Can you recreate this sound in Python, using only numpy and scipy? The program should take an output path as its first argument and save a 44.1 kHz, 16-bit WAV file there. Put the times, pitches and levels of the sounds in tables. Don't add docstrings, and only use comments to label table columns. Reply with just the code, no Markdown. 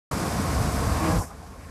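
import sys
import numpy as np
from scipy import signal
from scipy.fft import rfft, irfft
from scipy.io import wavfile
from scipy.ndimage import uniform_filter1d

SR = 44100
rng = np.random.default_rng(int(sys.argv[2]) if len(sys.argv) > 2 else 0)


def wrap_up_sound(samples):
    columns = np.atleast_2d(samples).T
    tamed = np.clip(columns, -1, 1)
    steps = np.round(tamed * 32767).astype(np.int16)
    wavfile.write(sys.argv[1], SR, steps)


N = 74970
TIME_S = np.arange(N) / SR
FREQ_HZ = np.maximum(np.arange(N // 2 + 1) * SR / N, 1)
FLUTTER_HZ = 30

# start_s, length_s, depth_db
BODY_FALL = (1.172, 0.11, 17.5)


def air_rush():
    # freq_hz, relative_db
    spectrum = [(90, -4), (155, 9), (215, 4.5), (275, 3), (330, -0.5), (385, -5.5), (460, -1.5), (550, -3),
                (680, 0), (850, -5), (1100, -4), (1400, -8), (1700, -10.5), (2000, -15.5), (2250, -14.5),
                (2800, -22.5), (4200, -27)]
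    # centre_hz, width_hz, level_db
    resonances = [(149, 8.3, -40), (446, 27, -44.5), (723, 48, -47.5), (911, 32, -48.5), (1080, 80, -41.5),
                  (1227, 11, -51), (1400, 12, -53.5), (1491, 3.6, -53.5)]
    body = from_db(-29) * steady(noise(band_gain(spectrum)), window_s=0.086)
    for centre_hz, width_hz, level_db in resonances:
        body += from_db(level_db) * steady(resonance(centre_hz, width_hz), window_s=0.35)
    flutter_db = 0.42 * drift(FLUTTER_HZ)
    low, high = split(body * from_db(flutter_db), crossover_hz=1320)
    return low * fall(*BODY_FALL) + high * fall(start_s=1.175, length_s=0.035, depth_db=17.3)


def air_hiss():
    # freq_hz, relative_db
    spectrum = [(2000, -2.5), (3200, -7), (4300, -3.5), (4850, 0), (5900, -1.5), (6700, -3.5), (7500, -2.5),
                (8500, -2.5), (9300, -6), (10500, -4), (11500, -7.5), (13800, -11)]
    level_db = -38.5 + 0.55 * drift(FLUTTER_HZ)
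    low, high = split(from_db(level_db) * noise(band_gain(spectrum)), crossover_hz=5270)
    low *= fall(start_s=1.172, length_s=0.093, depth_db=17.8)
    high *= fall(start_s=1.222, length_s=0.095, depth_db=17.9)
    return low + high


def surges():
    # peak_s, sigma_s, level_db, low_hz, high_hz
    swells = [(.115, 0.0055, -37, 960, 1300), (.24, 0.056, -35.5, 220, 354), (.405, 0.014, -26, 128, 220),
              (1.05, 0.032, -37.5, 1100, 2470), (1.09, 0.064, -40, 397, 1210),
              (1.214, 0.011, -34, 640, 1010), (1.24, 0.0097, -44.5, 1420, 1800),
              (1.314, 0.013, -44.5, 700, 1290), (1.44, 0.024, -51, 665, 800), (1.56, 0.023, -52, 400, 560),
              (1.63, 0.025, -56, 1700, 2340), (1.69, 0.0086, -53.5, 1500, 1800)]
    out = np.zeros(N)
    for peak_s, sigma_s, level_db, low_hz, high_hz in swells:
        band = noise(band_gain([(low_hz, 0), (high_hz, 0)]) ** 2)
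        out += from_db(level_db) * swell(peak_s, sigma_s) * steady(band, window_s=0.053)
    return out


def hollow_ringing():
    # pitch_hz, level_db, peak_s
    tones = [(172, -26.5, 1.135), (319.5, -30, 1.068), (500, -38, 1.11), (628, -35, 1.094),
             (800, -34, 1.107), (917, -40.5, 1.05), (1028, -39.5, 1.16), (1112, -36.5, 1.054),
             (1238, -45, 1.05), (1550, -62, 1.2), (1655, -43, 1.08), (1870, -48.5, 1.05),
             (2012, -50, 1.025), (2650, -50, 1.03)]
    waver_depth, waver_rad, waver_hz = 0.23, 0.46, 22
    out = np.zeros(N)
    for pitch_hz, level_db, peak_s in tones:
        phase = 2 * np.pi * (pitch_hz * TIME_S + rng.random()) + waver_rad * drift(waver_hz)
        envelope = swell(peak_s, sigma_s=0.051) * (1 + waver_depth * drift(waver_hz))
        out += from_db(level_db) * envelope * np.sqrt(2) * np.sin(phase)
    return out * fall(*BODY_FALL)


def rumble():
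    # freq_hz, relative_db
    spectrum = [(20, -36), (33, -38), (46, -3), (60, -3.5), (80, 2.5), (105, -6), (140, -17), (250, -27.5)]
    # time_s, level_db
    throb = [(.11, -42), (.14, -31), (.2, -38), (.38, -31.5), (.45, -32), (.53, -27.5), (.62, -22),
             (.68, -26), (.73, -33), (.77, -24), (.82, -31), (.88, -23), (.96, -24.5), (1.03, -31.5),
             (1.12, -26), (1.16, -27), (1.19, -19.5)]
    time_s, level_db = np.transpose(throb)
    envelope = from_db(np.interp(TIME_S, time_s, level_db))
    envelope *= fall(start_s=1.2, length_s=0.024, depth_db=26)
    low_noise = steady(noise(band_gain(spectrum)), window_s=0.067)
    hum = from_db(-46.5) * steady(resonance(centre_hz=77, width_hz=15), window_s=0.053)
    return envelope * low_noise + hum


def from_db(db):
    return 10 ** (np.asarray(db) / 20)


def noise(gain):
    x = irfft(rfft(rng.standard_normal(N)) * gain, N)
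    return x / np.sqrt(np.mean(x ** 2) + 1e-20)


def band_gain(points):
    freq_hz, level_db = np.transpose(points)
    skirts = np.minimum(FREQ_HZ / freq_hz[0], 1) ** 3 * np.minimum(freq_hz[-1] / FREQ_HZ, 1) ** 3
    return from_db(np.interp(np.log(FREQ_HZ), np.log(freq_hz), level_db)) * skirts


def drift(rate_hz):
    return noise(1 / (1 + (FREQ_HZ / rate_hz) ** 2))


def resonance(centre_hz, width_hz):
    return noise(1 / (1 + (2 * (FREQ_HZ - centre_hz) / (1.04 * width_hz)) ** 2))


def steady(x, window_s):
    return x / np.sqrt(uniform_filter1d(x ** 2, int(window_s * SR)) + 1e-9)


def split(x, crossover_hz):
    low = irfft(rfft(x) / (1 + (FREQ_HZ / crossover_hz) ** 30), N)
    return low, x - low


def fall(start_s, length_s, depth_db):
    return from_db(-depth_db * np.clip((TIME_S - start_s) / length_s, 0, 1))


def swell(peak_s, sigma_s):
    return np.exp(-0.5 * ((TIME_S - peak_s) / sigma_s) ** 2)


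def scene():
    start_s, attack_s = 0.111, 0.003
    onset = np.clip((TIME_S - start_s) / attack_s, 0, 1)
    mix = air_hiss() + air_rush() + surges() + hollow_ringing() + rumble()
    return (mix * onset)[None]


def record(dry):
    cutoff_hz = 14000
    return signal.sosfilt(signal.ellip(14, 0.1, 90, cutoff_hz, fs=SR, output="sos"), dry)


dry = scene()
out = record(dry)
wrap_up_sound(out)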